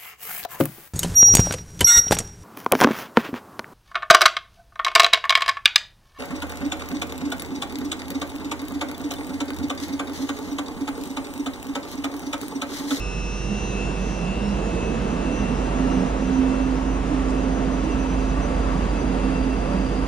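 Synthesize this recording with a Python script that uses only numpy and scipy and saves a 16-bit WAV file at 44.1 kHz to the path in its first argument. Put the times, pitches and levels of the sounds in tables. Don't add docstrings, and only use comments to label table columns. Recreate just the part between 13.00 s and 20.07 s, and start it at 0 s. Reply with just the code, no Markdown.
import sys
import numpy as np
from scipy import signal
from scipy.fft import rfft, irfft, next_fast_len
from scipy.io import wavfile

SR = 44100
rng = np.random.default_rng(int(sys.argv[2]) if len(sys.argv) > 2 else 0)


def waveform_to_disk(signal):
    frames = np.transpose(np.atleast_2d(signal))
    scaled = np.clip(frames, -1, 1) * 32767
    samples = np.round(scaled).astype(np.int16)
    wavfile.write(sys.argv[1], SR, samples)


N = 311787
T = np.arange(N) / SR
FFT_SIZE = next_fast_len(N, real=True)
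BINS_HZ = np.maximum(np.arange(FFT_SIZE // 2 + 1) * SR / FFT_SIZE, 1)
SOUND_M_PER_S = 343


def undb(db):
    return 10 ** (np.asarray(db) / 20)


def curves(table):
    s, *columns = np.transpose(table)
    return [np.interp(T, s, c) for c in columns]


def across(table, hz):
    f, *columns = np.transpose(table)
    return [np.interp(np.log(hz), np.log(f), c) for c in columns]


def unit(x):
    return x / np.sqrt(np.mean(x.mean(axis=0) ** 2))


def bell(offset, sigma):
    return np.exp(-0.5 * (offset / sigma) ** 2)


def walk(rate_hz):
    knots = np.arange(0, N / SR + 1, 1 / (4 * rate_hz))
    steps = np.convolve(rng.standard_normal(2 ** 13), np.hanning(5), "same")[:len(knots)]
    return np.interp(T, knots, steps / steps.std())


def pan(pan_db):
    return undb(np.array([[pan_db], [-pan_db]]) / 2)


def tone(hz, pan_db):
    return unit(pan(pan_db) * np.sin(2 * np.pi * np.cumsum(hz) / SR))


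# frequency in Hz, coherence 0-1, phase lead in radians, left minus right in dB.
STEREO_IMAGE = [(60, 1, 0.45, -2.5), (150, 1, 0.5, -4.5), (266, 0.91, 0, -5.5), (450, 0.94, .5, -8.5),
                (583, 0.76, 1.2, -7.5), (795, 0.83, 1.74, -1.5), (1100, 0.65, 1.5, 2.5),
                (2300, 0.7, 1.12, 1.2), (3200, 0.6, 0.5, 2), (4280, 0.5, 0.04, -1), (6100, 0, 1.36, -5),
                (8000, .2, 4, -4.5), (9600, .16, 4.5, -0.5)]

def noise(gain):
    coherence, lead, pan_db = across(STEREO_IMAGE, BINS_HZ)
    shared, apart = rfft(rng.standard_normal((2, FFT_SIZE)))
    shared, apart = shared * np.sqrt(1 + coherence), apart * np.sqrt(1 - coherence)
    lean = undb(pan_db / 2)
    mid = np.sqrt(lean ** 2 + lean ** -2 + 2 * coherence * np.cos(lead))
    sides = np.array([(shared + apart) * lean * np.exp(1j * lead), (shared - apart) / lean])
    return unit(irfft(sides * gain / mid, FFT_SIZE)[:, :N])


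def coloured(spectrum):
    return noise(undb(across(spectrum, BINS_HZ)[0]))


def ringing(hz, width_hz):
    return noise(1 / (1 + ((BINS_HZ - hz) / (width_hz / 2)) ** 2))


# frequency in Hz, relative density in dB.
FAN_SPECTRUM_DB = [(60, -7), (125, 18.5), (170, 4), (240, -10), (350, 5.5), (450, 6.5), (600, -12),
                   (950, -3.5), (1300, -16), (1900, -18), (4000, -21.5), (9600, -37), (10500, -84.5)]
AIR_SPECTRUM_DB = [(500, -25.5), (1500, -5.5), (3100, 2), (4000, -1.5), (4700, -6), (6300, -6.5),
                   (7500, -9), (8800, -13.5), (9650, -7.5), (10300, -36.5), (14000, -47)]
# frequency in Hz, relative level in dB.
BLADE_LINES = [(339, -8.5), (388.3, -10.5), (484.5, -8), (616, -14.5), (769, -16)]
# time in seconds, level in dB.
BLADE_DB = [(0, -38.5), (1, -36.5), (2.4, -41.5), (3.6, -41), (5, -50), (7.07, -45)]
AIR_DB = [(0, -51), (.45, -50), (.7, -48.5), (3, -49.3), (3.8, -51), (5, -49.5), (7.07, -49.5)]

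def fans():
    blades = sum(undb(db) * tone(hz + 0.84 * walk(5), pan_db=-9) for hz, db in BLADE_LINES)
    fan_noise = coloured(FAN_SPECTRUM_DB) * undb(-37.5)
    air = coloured(AIR_SPECTRUM_DB) * undb(curves(AIR_DB)[0] + 0.56 * walk(3.3))
    return blades * undb(curves(BLADE_DB)[0]) + fan_noise + air


# time in seconds, level in dB.
NEXT_CAR_DB = [(0, -70), (1, -65.5), (3.5, -65), (5, -62), (6, -59), (6.6, -58), (6.9, -55), (7.07, -56)]
# centre in Hz, width in Hz, relative level in dB.
NEXT_CAR_BANDS = [(4727, 45, -1), (4827, 130, 1), (9470, 130, -10)]

def next_car():
    bands = sum(undb(db) * ringing(hz, width_hz) for hz, width_hz, db in NEXT_CAR_BANDS)
    return bands * undb(curves(NEXT_CAR_DB)[0])


# frequency in Hz, relative density in dB.
HISS_SPECTRUM_DB = [(1500, -14), (4000, 0), (9000, 0), (10500, -20), (14000, -32)]
# centre in seconds, sigma in seconds, relative level in dB.
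HISS_SPITS = [(3.51, 0.042, -56), (3.6, .028, -60)]

def spits():
    envelope = sum(undb(db) * bell(T - s, sigma_s) for s, sigma_s, db in HISS_SPITS)
    sputter = undb(3.5 * walk(120) - 2)
    return envelope * sputter * coloured(HISS_SPECTRUM_DB)


# start in seconds, level in dB.
HIGH_TICKS = [(3.495, -52), (3.585, -54), (3.94, -53), (4.287, -49), (4.296, -48), (4.305, -45),
              (4.845, -54)]

def ticks(crack_s=0.003, tail_s=0.022, tail_db=-13):
    envelope = 0
    for s, db in HIGH_TICKS:
        age_s = np.maximum(T - s, 0)
        decay = np.exp(-age_s / crack_s) + undb(tail_db) * np.exp(-age_s / tail_s)
        envelope += (T >= s) * undb(db) * decay
    return envelope * coloured(HISS_SPECTRUM_DB)


# time in seconds, relative hum and boom levels in dB.
HUM_BOOM_DB = [(0.0, -28.5, -42.5), (1.0, -28.5, -39), (2.0, -30, -37), (2.7, -26.5, -36),
               (3.4, -28.5, -37.5), (4.2, -24.5, -37), (4.8, -27, -38.5), (5.4, -24.3, -33.5),
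               (6.0, -25.3, -35), (7.07, -26.5, -37.5)]
# frequency in Hz, relative density in dB.
BOOM_SPECTRUM_DB = [(8, -14.5), (18, -5.5), (28, -3.5), (42, 2.5), (55, 8.5), (66, 8.5), (76, 3.5),
                    (100, -16.5), (160, -44.5), (600, -100)]

def hum_and_boom(hum_hz=48.5):
    hum_db, boom_db = curves(HUM_BOOM_DB)
    hum = tone(hum_hz + 0.18 * walk(1.9), pan_db=-4.5) * undb(hum_db - 0.8 + 0.4 * walk(4.5))
    return hum + coloured(BOOM_SPECTRUM_DB) * undb(boom_db + 3.5)


# time in seconds, level in dB.
DRONE_DB = [(2.3, -39), (2.74, -33.5), (2.83, -24), (2.91, -33), (2.98, -21.5), (3.12, -31), (3.25, -25),
            (3.42, -19), (3.58, -24), (3.68, -22.5), (3.92, -27), (4.02, -33), (4.18, -24.5), (4.38, -28),
            (4.55, -26), (5.25, -29.5), (5.45, -34.5), (5.75, -32.5), (5.95, -42), (6.1, -29.5),
            (6.42, -27), (6.68, -35), (6.95, -28), (7.07, -28.5)]

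def underframe_drone(start_s=2.3, rise_s=0.2, settled_hz=262.6, run_up_hz=7, run_up_s=0.606):
    age_s = np.maximum(T - start_s, 0)
    leaving = age_s / age_s[-1]
    hz = settled_hz - run_up_hz * np.exp(-age_s / run_up_s) + 1.9 * leaving ** 2 * walk(9.75)
    flutter_db = 3 * leaving * walk(10)
    fade_in = np.minimum(age_s / rise_s, 1)
    return tone(hz, pan_db=-7.5) * undb(curves(DRONE_DB)[0] + flutter_db) * fade_in


# time in seconds, speed in m/s.
SPEED_M_PER_S = [(0, 0.15), (.5, 0.48), (1.5, 0.87), (3, 1.58), (5, 2.3), (7.07, 2.77)]
# time in seconds, relative rumble and roar levels in dB.
ROLLING_DB = [(0.0, -43, -46), (0.3, -41, -45), (0.6, -37, -42.5), (1.0, -34.5, -40), (1.4, -33.5, -41),
              (1.9, -31, -38.5), (2.4, -31.5, -38), (2.9, -30, -37), (3.4, -33.5, -38), (3.9, -33.5, -39),
              (4.5, -31, -37.5), (5.2, -32.5, -38), (5.9, -30.5, -37), (6.5, -31, -38.0),
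              (7.07, -32.5, -38)]
# frequency in Hz, relative density in dB.
RUMBLE_SPECTRUM_DB = [(30, -27.5), (80, -13), (115, -10), (150, 3.5), (240, 2), (295, 1.5), (380, -3),
                      (470, -1), (570, -7), (700, -8), (900, -19), (1400, -26.5), (4000, -92.5)]
ROAR_SPECTRUM_DB = [(200, -52), (500, -13), (780, -1), (950, 0.5), (1150, -2), (1400, -4), (1900, -7),
                    (2500, -11.5), (3300, -16), (4500, -30), (8000, -39), (9600, -30), (10500, -73)]
# centre in Hz, width in Hz, relative level in dB.
WHEEL_RAIL_MODES = [(572, 12, -7.5), (693, 55, -9), (918, 120, -10), (1137, 110, -10.5), (1326, 31, -14)]

def wheels(full_ring_m_per_s=1.5):
    rumble_db, roar_db = curves(ROLLING_DB)
    rumble = coloured(RUMBLE_SPECTRUM_DB) * undb(rumble_db + 3 + 0.5 * walk(6.5))
    modes = sum(undb(db + 2 * walk(3.3)) * ringing(hz, width) for hz, width, db in WHEEL_RAIL_MODES)
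    modes *= np.minimum(curves(SPEED_M_PER_S)[0] / full_ring_m_per_s, 1)
    roar = (coloured(ROAR_SPECTRUM_DB) + modes) * undb(roar_db - 0.6 + 0.5 * walk(8))
    return rumble + roar


# centre in seconds, level in dB, pitch in Hz.
FRAME_GROANS = [(0.539, -28, 199.5), (.82, -35.5, 200.5), (1.04, -28.5, 195), (1.261, -25.5, 184.5),
                (1.48, -24, 200), (1.75, -30, 180), (2.02, -29, 206), (2.32, -28.5, 286.6),
                (2.43, -25.5, 197.5), (3.02, -29.5, 190), (3.29, -26, 199), (4.13, -28, 291.7),
                (4.88, -27, 292), (5.79, -34, 180), (6.76, -28, 187), (6.83, -30.5, 292)]

def bogie_frames(load_db, mode_hz=192, groan_sigma_s=0.035):
    mode = tone(mode_hz * (1 + 0.0695 * walk(16)), pan_db=-4.5) * undb(-5 + 0.93 * walk(12))
    rattle = undb(-5) * ringing(hz=207, width_hz=71)
    shake = undb(load_db - 2.5 + 2 * walk(6))
    waver = 1 + 0.0351 * walk(16)
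    groans = sum(tone(hz * waver, pan_db=-5.5) * undb(db) * bell(T - s, groan_sigma_s)
                 for s, db, hz in FRAME_GROANS)
    return (mode + rattle) * shake + groans


# time in seconds, pitch in Hz.
MESH_HZ = [(0, 150.6), (.5, 203.6), (1.3, 192.2), (2.1, 236), (2.6, 258.4), (3, 270.2), (4.5, 284.2),
           (7.07, 288.7)]

def gears(load_db, leaves_s=2.3, fade_db_per_s=1.8, casing_hz=445):
    hz = curves(MESH_HZ)[0]
    mesh_db = load_db - 1.5 - fade_db_per_s * np.maximum(T - leaves_s, 0)
    mesh = tone(hz * (1 + 0.0506 * walk(18)), pan_db=-6.5) * undb(mesh_db + 2.1 * walk(14))
    casing = 1 / np.sqrt(1 + ((2 * hz - casing_hz) / 35) ** 2)
    octave = tone(2 * hz * (1.04 + 0.027 * walk(18)), pan_db=-6)
    return mesh + octave * casing * undb(load_db - 8.5 + 1.4 * walk(10))


def moving_lines(lines, travel_m, scatter, roof, slant=0.35, build_m=0.76, echoes=10):
    step = 256
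    way_m = travel_m[::step]
    roof_slant = 0.29
    girders_m = 0.012 * walk(1.5)[::step]
    roof_m = roof_slant * way_m + girders_m + rng.random() / 2
    slants = slant * np.cos(np.pi * (np.arange(echoes) + rng.random(echoes)) / echoes)[:, None]
    detour_m = np.vstack([roof_m, slants * way_m + rng.random((echoes, 1))])
    build_up = np.minimum(way_m / build_m, 1) ** 0.62
    strength = np.append(roof, np.full(echoes, scatter / np.sqrt(echoes)))[:, None] * build_up
    side_lag = np.append(0, rng.standard_normal(echoes))[:, None]
    sounds = []
    for hz, db in lines:
        _, lead, pan_db = across(STEREO_IMAGE, hz)
        paths = strength * np.exp(2j * np.pi * detour_m * hz / SOUND_M_PER_S)
        carrier = np.exp(2j * np.pi * (hz * T + rng.random()))
        channels = []
        for side in (1, -1):
            field = 1 + (paths * np.exp(1j * side * side_lag * min(hz / 2500, 2))).sum(axis=0)
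            field *= np.exp(0.5j * side * lead) * undb(side * pan_db / 2)
            channels.append((np.interp(T, T[::step], field) * carrier).real)
        sounds.append(undb(db) * unit(np.array(channels)))
    return sounds


def flares(hz, table, travel_m, sigma_waves):
    sigma_m = sigma_waves * SOUND_M_PER_S / np.mean(hz)
    swells = 0
    for k, (s, db, pan_db) in enumerate(table):
        sides = pan(pan_db)
        swell = undb(db) * bell(travel_m - np.interp(s, T, travel_m), sigma_m)
        swells += (-1) ** k * sides / sides.mean() * swell
    return tone(hz * np.ones(N), pan_db=0) * swells


# time in seconds, level in dB.
WHISTLE_DB = [(0, -58), (.35, -47.5), (.5, -49.5), (.7, -45), (.85, -55), (1.33, -68), (1.65, -59),
              (2.2, -60), (2.8, -56.5), (3.5, -60.5), (4.2, -61), (5.35, -57), (5.65, -61.5), (7.07, -61.5)]
WHISTLE_OCTAVE_DB = [(0, -74), (2.2, -82), (5.5, -81), (7.07, -88)]
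# centre in seconds, level in dB, left minus right in dB.
CONVERTER_FLARES = [(1.12, -49, -11), (1.55, -53.5, -9), (1.9, -59, -4), (2.12, -53, -3), (2.39, -49.5, -2),
                    (2.64, -53, 1), (2.96, -51.5, -2), (3.08, -50.5, -4), (3.26, -56, 1), (3.36, -48, -11),
                    (3.67, -59, -7), (3.79, -53, -5), (3.92, -57, -10), (4.38, -54, -4), (4.56, -55, -4),
                    (4.71, -56, -2), (4.9, -57, -2), (5.03, -53, -3), (5.12, -48, -4), (5.19, -51, -4),
                    (5.319, -49.5, -8), (5.45, -48.5, -11), (5.77, -54, -4), (6.01, -54, -8),
                    (6.23, -60, -3), (6.9, -59, -4)]

def converter_whistle(travel_m, hz=6023.5, drop_hz=9.2, passes_s=4.4, turn_s=0.45):
    whistle, = moving_lines([(hz, 0)], travel_m, scatter=0.86, roof=0.1, slant=0.5, build_m=3.8)
    octave, = moving_lines([(2 * hz, 0)], travel_m, scatter=0.9, roof=0.3)
    sinking_hz = hz - drop_hz * (1 + np.tanh((T - passes_s) / turn_s)) / 2
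    swells = flares(sinking_hz, CONVERTER_FLARES, travel_m, sigma_waves=1)
    return whistle * undb(curves(WHISTLE_DB)[0]) + octave * undb(curves(WHISTLE_OCTAVE_DB)[0]) + swells


# frequency in Hz, relative level in dB.
LOW_COMB = [(1200, 0), (1400, -8.5), (1500, -5)]
OCTAVE_COMB = [(5300, -6), (5400, -2.5), (5500, -15)]
HIGH_COMB = [(3704, 3.5), (3900, 0), (4000, 2.5), (4100, 2.5), (4200, -4), (6500, -7.5), (6600, 0.5),
             (6700, 2), (6800, 3), (6900, -4), (7000, -7), (8000, -6.5), (8100, -8.5), (8200, -5.5),
             (8300, -9), (9400, -0.5)]
# time in seconds, relative dB of the low and octave combs, and of the high comb.
COMB_DB = [(0.0, -46, -61.5), (0.52, -49.5, -65), (0.62, -53, -63.5), (1.08, -57, -67), (1.35, -60, -69.5),
           (1.5, -53, -69.5), (1.68, -62, -68), (2.2, -61.5, -70.5), (2.9, -58, -68.5), (3.4, -61.5, -70),
           (4.3, -62.5, -71.5), (5.5, -64.5, -70.5), (7.07, -67, -77)]
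# centre in seconds, level in dB, left minus right in dB.
HIGH_COMB_FLARES = [(.69, -53, 0)]

def inverter_combs(travel_m):
    low_octave_db, high_db = curves(COMB_DB)
    low = sum(moving_lines(LOW_COMB, travel_m, scatter=1.0, roof=0.86))
    octave = sum(moving_lines(OCTAVE_COMB, travel_m, scatter=0.86, roof=0.38))
    high = sum(moving_lines(HIGH_COMB, travel_m, scatter=0.87, roof=0.32))
    flare = flares(3900, HIGH_COMB_FLARES, travel_m, sigma_waves=0.35)
    return (low + octave) * undb(low_octave_db + 1.1) + high * undb(high_db + 1) + flare


# frequency in Hz, relative level in dB.
SONG_COMB = [(2600, -0.5), (2700, 0), (2800, -0.5)]
# time in seconds, relative lower, centre and upper levels in dB.
SONG_DB = [(0, -40, -43.5, -46.5), (.3, -41, -47, -50), (.56, -57, -40, -43), (.65, -51, -39, -45),
           (.73, -39, -46, -50), (.81, -39, -38, -46), (.9, -53, -41, -49), (.99, -43.5, -52, -52),
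           (1.15, -53, -44.5, -54), (1.3, -46, -43, -47), (1.48, -51, -50, -45), (1.66, -48, -47.5, -59),
           (1.84, -40, -60, -47), (2.04, -50, -49, -59), (2.22, -48.5, -49, -50), (2.37, -53, -39, -48),
           (2.55, -59, -49.5, -52), (2.75, -58, -51, -57), (2.9, -55, -54, -46), (3.08, -58, -61, -54),
           (3.32, -57, -45.5, -60), (3.44, -53, -52, -59), (3.55, -55, -46, -64), (3.72, -60, -50.5, -62),
           (3.8, -54, -60, -55), (4.7, -56.5, -59, -61), (5.15, -53, -53, -59), (5.65, -58, -56, -64),
           (6.4, -58.5, -53, -62), (7.07, -55, -56.5, -59)]
# centre in seconds, level in dB, left minus right in dB.
LOWER_LINE_FLARES = [(3.48, -54, 3), (4.97, -54, 2), (5.27, -55, 3), (5.43, -51, 3), (5.98, -46, 3),
                     (6.67, -49, 3)]
CENTRE_LINE_FLARES = [(4.4, -48, 3), (4.92, -48, 3), (5.2, -46, 3), (5.38, -46.5, 3), (6.27, -46.5, 3),
                      (6.36, -43, 3), (6.53, -41, 3), (6.81, -52, 3)]
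UPPER_LINE_FLARES = [(4.47, -50, 3), (4.92, -52, 3), (5.82, -48, 3), (6.2, -57, 3), (6.42, -53, 3)]

def inverter_song(travel_m):
    lines = moving_lines(SONG_COMB, travel_m, scatter=0.82, roof=0.072, slant=0.55, build_m=9.8)
    song = sum(line * undb(db + 0.5) for line, db in zip(lines, curves(SONG_DB)))
    for (hz, _), table in zip(SONG_COMB, (LOWER_LINE_FLARES, CENTRE_LINE_FLARES, UPPER_LINE_FLARES)):
        song += flares(hz, table, travel_m, sigma_waves=0.47)
    return song


def scene():
    travel_m = np.cumsum(curves(SPEED_M_PER_S)[0]) / SR
    load_db = curves(ROLLING_DB)[0]
    electrics = inverter_song(travel_m) + inverter_combs(travel_m) + converter_whistle(travel_m)
    electrics += next_car() + undb(-85) * ringing(hz=14450, width_hz=350)
    running_gear = wheels() + gears(load_db) + bogie_frames(load_db)
    return electrics + running_gear + spits() + ticks() + underframe_drone() + hum_and_boom() + fans()


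def record(dry):
    return signal.sosfilt(signal.ellip(8, 0.2, 70, 14800, fs=SR, output="sos"), dry)


dry = scene()
out = record(dry)
waveform_to_disk(out)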